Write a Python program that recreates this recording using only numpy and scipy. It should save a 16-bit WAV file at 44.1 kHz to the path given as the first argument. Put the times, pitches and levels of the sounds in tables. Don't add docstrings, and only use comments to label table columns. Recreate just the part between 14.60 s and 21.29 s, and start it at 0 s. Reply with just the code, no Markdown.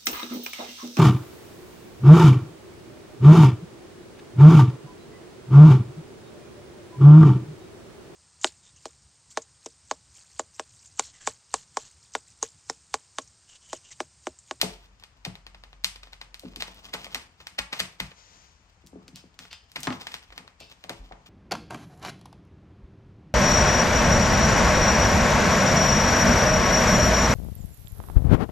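import sys
import numpy as np
from scipy import signal
from scipy.fft import rfft, irfft, next_fast_len
from scipy.io import wavfile
from scipy.ndimage import map_coordinates

SR = 44100
rng = np.random.default_rng(int(sys.argv[2]) if len(sys.argv) > 2 else 0)


def pcm_store(signal):
    levels = np.round(np.clip(np.atleast_2d(signal), -1, 1) * 32767)
    wavfile.write(sys.argv[1], SR, levels.astype(np.int16).T)


N = 295029
TIME = np.arange(N) / SR
TOP_HZ = 16500

# start in seconds, level in dB, tilt in dB per octave, chatter in ms.
SCISSOR_KNOCKS = [(4.2648, -66, 11, 0.27), (4.2717, -60.5, 10, 0.36), (4.481, -51.5, 4, 0.96),
                  (4.5596, -50.5, 8.5, 0.44), (4.5673, -62, 5.5, 2), (4.7911, -44, 2.9, 0.78),
                  (4.8528, -53.5, -1.5, 1.5), (4.9132, -52, 0.5, 3), (4.9301, -43, 1.5, 0.82),
                  (5.2056, -58, 16, 0.55), (5.233, -39.5, 8, 0.83), (5.2718, -32, -2.5, 1.2),
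                  (5.3051, -39.5, -4.5, 1.05), (5.326, -41.5, -3, 3.1), (6.0031, -50.5, 5, 5.5)]


def undb(db):
    return 10 ** (np.asarray(db) / 20)


def unit(x):
    return x / np.sqrt(np.mean(x ** 2))


def blow(x, db):
    return x * undb(db) * np.sqrt(SR / 100 / np.sum(x ** 2))


def add(track, s, x):
    start = max(int(s * SR), 0)
    track[start:start + len(x)] += x[:N - start]


def colour(x, points):
    hz, db = np.transpose(points)
    size = next_fast_len(N + 2048, True)
    f = np.maximum(np.fft.rfftfreq(size, 1 / SR), 1)
    gain = undb(np.interp(np.log(f), np.log(hz), db))
    return irfft(rfft(x, size) * gain, size)[..., :N]


def walk(rate):
    knots = rng.standard_normal(int(N / SR * rate) + 2)
    return np.interp(TIME * rate, np.arange(len(knots)), knots)


def swells(rows, attack_s, release_s, rest_db):
    t, power = TIME[::32], undb(rest_db) ** 2
    for start, length, db in rows:
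        fade = np.maximum(start - t, 0) / attack_s + np.maximum(t - start - length, 0) / release_s
        power = power + (undb(db) * np.exp(-fade)) ** 2
    return np.interp(TIME, t, np.sqrt(power))


def ring(modes, t, scatter_db=3):
    return sum(undb(db + scatter_db * rng.standard_normal() - 60 * t / t60) * np.sin(2 * np.pi * hz * t)
               for hz, db, t60 in modes)


def spread(first, second, shared_hz=550):
    f = np.fft.rfftfreq(len(first), 1 / SR)
    apart = f ** 2 / (f ** 2 + shared_hz ** 2)
    mid, side = rfft(first) * np.sqrt(1 - apart / 2), rfft(second) * np.sqrt(apart / 2)
    return irfft(np.array([mid + side, mid - side]), len(first))


def place(x, lag_ms):
    return np.array([x, map_coordinates(x, [(TIME - lag_ms / 1000) * SR], order=5)])


def lean(pair, left_db):
    return pair * undb([[left_db / 2], [-left_db / 2]])


def background(level_db=-59):
    # frequency in Hz, spectral level in dB.
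    spectrum = [(15, -35.5), (25, 0.5), (70, 8.5), (317, -21.5), (936, -13.5), (2350, -17), (3720, -27),
                (4870, -27), (8140, -29), (10400, -41.5), (11600, -55.5), (14000, -82.5), (16000, -57.5)]
    return undb(level_db) * unit(colour(spread(*rng.standard_normal((2, N))), spectrum))


def hum(hz=46.5, waver=0.019, stop_s=2.5, release_s=.13):
    # time in seconds, relative level in dB.
    contour = [(0.0, -63), (0.14, -51.5), (0.58, -69), (0.65, -61), (1.32, -53.5), (1.83, -61), (1.98, -49),
               (2.2, -63)]
    pitch = hz * (1 + waver * walk(3.2))
    tone = unit(np.sin(2 * np.pi * np.cumsum(pitch) / SR))
    level_db = np.interp(TIME, *np.transpose(contour)) + 5 - 2 * walk(12)
    return tone * undb(level_db) * np.exp(-np.maximum(TIME - stop_s, 0) / release_s)


def rustle(grains_per_s=900, friction_db=-3, flutter_db=8):
    # start in seconds, length in seconds, level in dB.
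    strokes = [(.01, 0.055, -48), (1.42, 0.083, -66), (1.835, 0.014, -56.5), (2.02, 0.21, -58),
               (2.22, 0.014, -48), (2.39, 0.17, -51), (2.8, 0.088, -60), (3.14, 0.063, -49),
               (3.385, 0.0047, -54), (4.57, 0.02, -60), (4.81, 0.013, -52), (5.19, 0.09, -47.5),
               (5.31, 0.011, -45.5), (5.45, 0.095, -48), (5.62, 0.2, -66), (6.02, 0.072, -57.5),
               (6.3, 0.033, -55.5), (6.67, .02, -59)]
    # frequency in Hz, spectral level in dB.
    spectrum = [(100, -12), (300, -1.5), (900, -0.5), (1900, -1.5), (3200, 6), (5000, 0), (8000, -11),
                (12000, -12), (16000, -5)]
    grains = (rng.random(N) < grains_per_s / SR) * rng.standard_normal(N)
    slide = unit(grains) + undb(friction_db) * rng.standard_normal(N)
    envelope = swells(strokes, attack_s=0.018, release_s=0.065, rest_db=-78)
    return unit(colour(slide, spectrum)) * envelope * undb(flutter_db * walk(51))


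def voice(push, db, tilt_db, resonance_hz, resonance_db=2, resonance_octaves=0.6):
    # lower limit in Hz, upper limit in Hz.
    ranges = [(350, 1200), (1200, 3200), (3200, 7500), (7500, 16000)]
    shape_db = [-6.5, 0.05, -2.5, -13]
    f, spectrum = np.fft.rfftfreq(len(push), 1 / SR), rfft(push)
    centres = np.log(np.prod(ranges, axis=1)) / 2
    levels = db + np.array(shape_db) + tilt_db * (centres - np.median(centres)) / np.log(2)
    gain = f ** 2 / (f ** 2 + ranges[0][0] ** 2) + 1e-3
    for _ in range(3):
        power = np.abs(spectrum * gain) ** 2 * 200 / (SR * len(push))
        amplitudes = [np.sqrt(power[(f >= lo) & (f < hi)].sum()) for lo, hi in ranges]
        gain *= np.exp(np.interp(np.log(f + 1), centres, np.log(undb(levels) / amplitudes)))
    gain *= undb(resonance_db * np.exp(-(np.log2((f + 1) / resonance_hz) / resonance_octaves) ** 2))
    log_gain = np.log(np.concatenate([gain, gain[-2:0:-1]]))
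    return irfft(spectrum * np.exp(np.conj(signal.hilbert(log_gain)))[:len(f)])


def snaps(rows, crackle, rise, settle_db, sweep_s, settle_s=.013, lead_s=.015):
    direct, radiated = np.zeros((2, N))
    t = (np.arange(2560) - int(lead_s * SR)) / SR
    f = np.fft.rfftfreq(len(t), 1 / SR)
    snap = irfft(rfft(1. * (t == 0)) * np.exp(1j * np.pi * sweep_s * f ** 2 / TOP_HZ))
    settling = (t > 0) * np.exp(-np.abs(t) / settle_s)
    for s, db, tilt_db, length_ms, hz in rows:
        length_s = length_ms / 1000
        swell = np.exp(-np.abs(t) / np.where(t < 0, rise * length_s, length_s))
        grains = rng.standard_normal((2, len(t))) * rng.rayleigh(size=(2, len(t)))
        swarm, settle = grains * [swell, settling]
        push = unit(unit(snap) + crackle * length_ms * unit(swarm)) + undb(settle_db) * unit(settle)
        add(direct, s - lead_s, voice(push, db, tilt_db, hz))
        add(radiated, s, voice(signal.unit_impulse(1024), db, tilt_db, hz))
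    return direct, radiated


def packet_snaps(flip_s=2.3, front_hz=4000, back_hz=1810, ticks_per_s=4):
    # start in seconds, level in dB, tilt in dB per octave, crackle in ms.
    cracks = [(0.0136, -24, 2.5, 1.5), (0.0209, -39.5, 9, 1), (.399, -60.5, 1.5, 1.4),
              (0.438, -49.5, 0.5, 1.3), (0.6513, -35.5, 0, 2.3), (0.6592, -48, -2, 2.5),
              (0.7548, -49.5, -1, .9), (0.867, -48, -1.4, 1.1), (0.9474, -53, -3.5, 2.4),
              (1.038, -50.5, -2.5, .6), (1.1308, -55.5, -3.5, .8), (1.2395, -51, 1, 0.61),
              (1.2457, -26.5, 3, 0.39), (1.3597, -49.5, -0.4, 1.3), (1.4332, -48.5, -1, 3.3),
              (1.5324, -47.5, -0.5, 0.78), (1.6147, -43, -1.6, 3.2), (1.7445, -45.5, 1, 0.38),
              (1.7963, -53.5, 7.5, 0.3), (1.961, -43, 2.4, 1.2), (2.0055, -37.5, 0, 6.7),
              (2.0234, -33, -1, 0.48), (2.0815, -56, -7.5, 0.79), (2.1456, -70, 12, 1.4),
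              (2.2877, -57, -3.5, 2), (2.3384, -33.5, 1.3, 6.8), (2.348, -42.5, -7, 6.1),
              (2.4455, -43.5, 1.5, .7), (2.4669, -50.5, -6, 1.2), (2.5471, -31.5, 2, 1.16),
              (2.5553, -39, -3, 2.2), (2.804, -53.5, -3, 3.6), (2.8702, -40.5, 1, 2.1),
              (2.9874, -30, -0.9, 4.4), (2.991, -31, -0.5, 1.6), (3.1301, -32, -1.5, 5.9),
              (3.1959, -32.5, 1.5, 5.9), (3.2023, -27, 1.45, 2.1), (3.4023, -31, -0.5, 2.6),
              (3.517, -54.5, -4.5, 3), (5.118, -57, 5.5, 0.73), (5.1606, -35, -1, 2.6),
              (5.1674, -42, -1.5, 2.2), (5.4699, -37.5, -.9, 1.4), (5.519, -47.5, 1, 3.9),
              (5.5422, -37.5, 0, .7), (5.7247, -52, -3.5, 3.2), (5.7793, -41.5, -0.5, 1),
              (5.8786, -51.5, -2.5, 0.7), (6.2403, -47, -0.5, 0.75), (6.2954, -36.5, 1, 1.3),
              (6.3002, -49.5, -9, 14), (6.5228, -51.5, -6, 2)]
    held = [(.35, 2.2), (2.05, 2.7), (5.45, 6.3)]
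    # frequency in Hz, gain of the packet in dB.
    response = [(400, -3), (1000, -0.5), (1450, -3.5), (1900, -0.5), (2500, 2.5), (3200, 4), (4300, 6),
                (5600, 1.5), (7000, 0), (8300, 3.5), (12000, 8.5)]
    ticks = [(rng.uniform(start, end), rng.normal(-60.5, 2.5), -4, 1.1)
             for start, end in held for _ in range(int(ticks_per_s * (end - start)))]
    rows = [(s, *snap, front_hz if s < flip_s else back_hz) for s, *snap in cracks + ticks]
    direct, radiated = snaps(rows, crackle=1, rise=0.45, settle_db=-9.5, sweep_s=.0012)
    return colour(direct, response), colour(radiated, response)


def table_top(travel_s=0.004916, band_ratio=1.374, shudder_s=0.0087, thump_hz=148.7, thump_lag_s=0.001):
    # start in seconds, knock in dB, centre in Hz (lower for softer contact), thump in dB.
    thuds = [(.028, -26.5, 520, -36), (0.662, -39.5, 540, -37.5), (1.247, -70, 400, -55),
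             (1.833, -42.5, 420, -53), (1.846, -35.5, 290, -45.5), (1.966, -43, 300, -50),
             (2.337, -37.5, 407, -52), (2.555, -47, 300, -60), (2.99, -61, 397, -51),
             (3.201, -39.5, 545, -43.5), (3.405, -48, 430, -40.5), (4.236, -53, 300, -58.5),
             (4.329, -43, 310, -60), (4.355, -38.5, 326, -64), (4.481, -50.5, 300, -61.5),
             (4.528, -46.5, 210, -49.5), (4.636, -49.5, 368, -58), (4.792, -51, 207, -59),
             (5.179, -44.5, 222, -56), (5.271, -25, 267, -33), (5.275, -26.5, 1000, -56),
             (5.303, -31.5, 314, -44), (6.007, -47, 534, -61), (6.243, -47, 590, -58),
             (6.303, -39.5, 487, -50), (6.51, -41.5, 624, -66)]
    # frequency in Hz, level in dB, time to decay by 60 dB in seconds.
    modes = [(90, -2, .17), (145, 0, .17), (189, -2, .17), (248, -2, .17), (282, -5, .16), (339, 0, .2),
             (433, -1, .17), (651, -7, .14), (841, -6, .14), (998, 1, .16), (1311, -6, .16),
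             (1616, -3, .16), (1863, -4, .15)]
    track, t = np.zeros(N), np.arange(8192) / SR
    f = np.fft.rfftfreq(len(t), 1 / SR)
    wave = irfft(np.exp(-4j * np.pi * travel_s * np.sqrt(200 * f)), len(t))
    knocks = [(s, db, hz) for s, db, hz, _ in thuds]
    thumps = [(s + thump_lag_s, db, thump_hz) for s, _, _, db in thuds]
    for s, db, hz in knocks + thumps:
        load = rng.uniform(.988, 1.012)
        band = signal.butter(2, [hz / band_ratio, hz * band_ratio], "band", fs=SR, output="sos")
        contact = signal.sosfilt(band, wave)
        shudder = signal.sosfilt(band, rng.standard_normal(len(t)) * np.exp(-t / shudder_s))
        body = signal.sosfilt(band, ring(modes, t * load))
        add(track, s, blow(blow(contact, db=0) + blow(shudder, db=-6) + blow(body, db=-4), db))
    return track


def filling(flutter_db=3):
    # start in seconds, length in seconds, level in dB.
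    lurches = [(1.92, 0.71, -62), (2.5, 0.019, -56), (3.1, 0.22, -64.5), (4.37, .04, -58.5),
               (5.3, .03, -47), (5.78, 0.037, -57.5), (6.28, 0.63, -64.5)]
    # frequency in Hz, spectral level in dB.
    spectrum = [(40, -14), (140, 0.5), (300, 3), (600, -3), (1100, -1), (2500, -35.5), (8000, -47.5)]
    envelope = swells(lurches, attack_s=0.035, release_s=.075, rest_db=-72)
    return unit(colour(rng.standard_normal(N), spectrum)) * envelope * undb(flutter_db * walk(40))


def stand_sway(rise_s=0.0032, decay_s=0.035):
    # start in seconds, level in dB, frequency in Hz.
    nudges = [(2.551, -44, 56.5), (2.998, -37, 53), (3.209, -61.5, 62), (3.417, -36, 54.5),
              (5.69, -41.5, 48.4), (6.401, -30.5, 43.8), (6.52, -39, 46.2)]
    track, t = np.zeros(N), np.arange(SR // 2) / SR
    envelope = np.exp(-t / decay_s) * (1 - np.exp(-t / rise_s))
    for s, db, hz in nudges:
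        add(track, s, blow(np.sin(2 * np.pi * hz * t) * envelope, db))
    return track


def arm(flutter_db=1):
    # start in seconds, length in seconds, level in dB.
    reach = [(3.59, 0.15, -56)]
    # frequency in Hz, spectral level in dB.
    spectrum = [(180, -56.5), (300, -10), (370, -4), (407, -18), (448, -5), (738, -7.5), (955, -5.5),
                (3810, -7.5), (6680, -3), (8370, -20), (14000, -32)]
    envelope = swells(reach, attack_s=.035, release_s=0.14, rest_db=-76)
    return unit(colour(rng.standard_normal(N), spectrum)) * envelope * undb(flutter_db * walk(17))


def scissor_clicks(resonance_hz=4570):
    knocks = [(*knock, resonance_hz) for knock in SCISSOR_KNOCKS]
    return snaps(knocks, crackle=0.6, rise=0.26, settle_db=-7, sweep_s=0.001025)


def blades(knock_ring_db=-16, drag_ring_db=-3.5):
    # frequency in Hz, level in dB, time to decay by 60 dB in seconds.
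    modes = [(2100, -9.5, .14), (3180, 10.5, 0.05), (3540, 4, 0.11), (3870, -14.5, .14), (4780, -13.5, 0.2),
             (4970, 0.5, .15), (6800, -10.5, 0.13)]
    # start and length in seconds, level in dB, pitch ratio.
    drags = [(4.552, 0.028, -58, 1.7), (4.911, 0.021, -48.5, 1.01), (6.008, 0.019, -51, 0.75)]
    # frequency in Hz, spectral level in dB.
    rasp_spectrum = [(600, -20), (1900, -27.5), (2600, 4), (2950, 6.5), (3300, 0), (3900, 0.5), (4600, 6.5),
                     (5200, 1), (6200, -11.5), (9000, -27), (15000, -35.5)]
    track, t = np.zeros(N), np.arange(SR // 4) / SR
    for s, db, *_ in SCISSOR_KNOCKS:
        pitch_ratio = rng.uniform(.92, 1.08)
        add(track, s, blow(ring(modes, t * pitch_ratio), db + knock_ring_db))
    rasp = unit(colour(rng.standard_normal(N) * rng.exponential(size=N), rasp_spectrum))
    for *drag, pitch_ratio in drags:
        slips = rasp * swells([drag], attack_s=0.0033, release_s=0.042, rest_db=-90)
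        steel = signal.oaconvolve(slips, ring(modes, t * pitch_ratio))[:N]
        track += slips + undb(drag_ring_db) * np.std(slips) * unit(steel)
    return track


def room(x, build_s=0.00057, echo_s=.0068, echo_db=-17):
    # frequency in Hz, reverberation time in seconds, reverberant level in dB.
    bands = [(98, 0.2, 13), (300, 0.45, -11), (820, 0.35, -3), (2020, 0.34, -6), (4170, 0.31, -13),
             (8600, 0.28, -1), (13500, 0.1, -40)]
    hz, t60, db = np.transpose(bands)
    t = np.arange(SR * 3 // 4) / SR
    log_f = np.log(np.maximum(np.fft.rfftfreq(len(t), 1 / SR), 1))
    noise, tail = rfft(spread(*rng.standard_normal((2, len(t))))), 0
    for share, seconds, gain in zip(np.eye(len(hz)), t60, undb(db)):
        band_noise = irfft(noise * np.interp(log_f, np.log(hz), share), len(t))
        fade = undb(-60 * t / seconds) * (1 - np.exp(-t / build_s))
        tail = tail + gain * band_noise * fade / np.linalg.norm(fade)
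    tail[:, int(echo_s * SR)] += undb(echo_db)
    return signal.fftconvolve(x[None], tail, axes=1)[:, :N]


def scene():
    packet, packet_radiated = packet_snaps()
    clicks, clicks_radiated = scissor_clicks()
    paper, steel, sleeve, thuds = rustle(), blades(), arm(), table_top() + filling()
    direct = place(packet + paper, lag_ms=.15) + place(clicks + steel, lag_ms=0.013)
    direct += lean(place(thuds, lag_ms=0.28), left_db=-1)
    direct += lean(place(sleeve, lag_ms=.42), left_db=7.5)
    echoes = room(packet_radiated + clicks_radiated + paper + steel + sleeve + thuds)
    quiet = lean(background(), left_db=3.5)
    rumble = lean(place(hum() + stand_sway(), lag_ms=.6), left_db=-1.5)
    return direct + lean(echoes, left_db=0.5) + quiet + rumble


def record(dry):
    # frequency in Hz, gain of the left port over the right in dB.
    balance = [(200, 2), (500, 3), (1000, 3.5), (2000, -2), (4000, 3.5), (8000, 1), (12000, -2)]
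    # frequency in Hz, gain of both ports in dB.
    response = [(20, -21), (40, -4), (3000, -0.5), (8300, -1.5), (9400, -5), (10300, -12), (11700, 1.5),
                (13700, -26.5), (15200, -4), (16500, -24)]
    ports = [colour(x, np.array(balance) * [1, side / 2]) for x, side in zip(dry, (1, -1))]
    low_pass = signal.ellip(8, .2, 70, TOP_HZ, fs=SR, output="sos")
    return signal.sosfilt(low_pass, colour(np.array(ports), response))


dry = scene()
out = record(dry)
pcm_store(out)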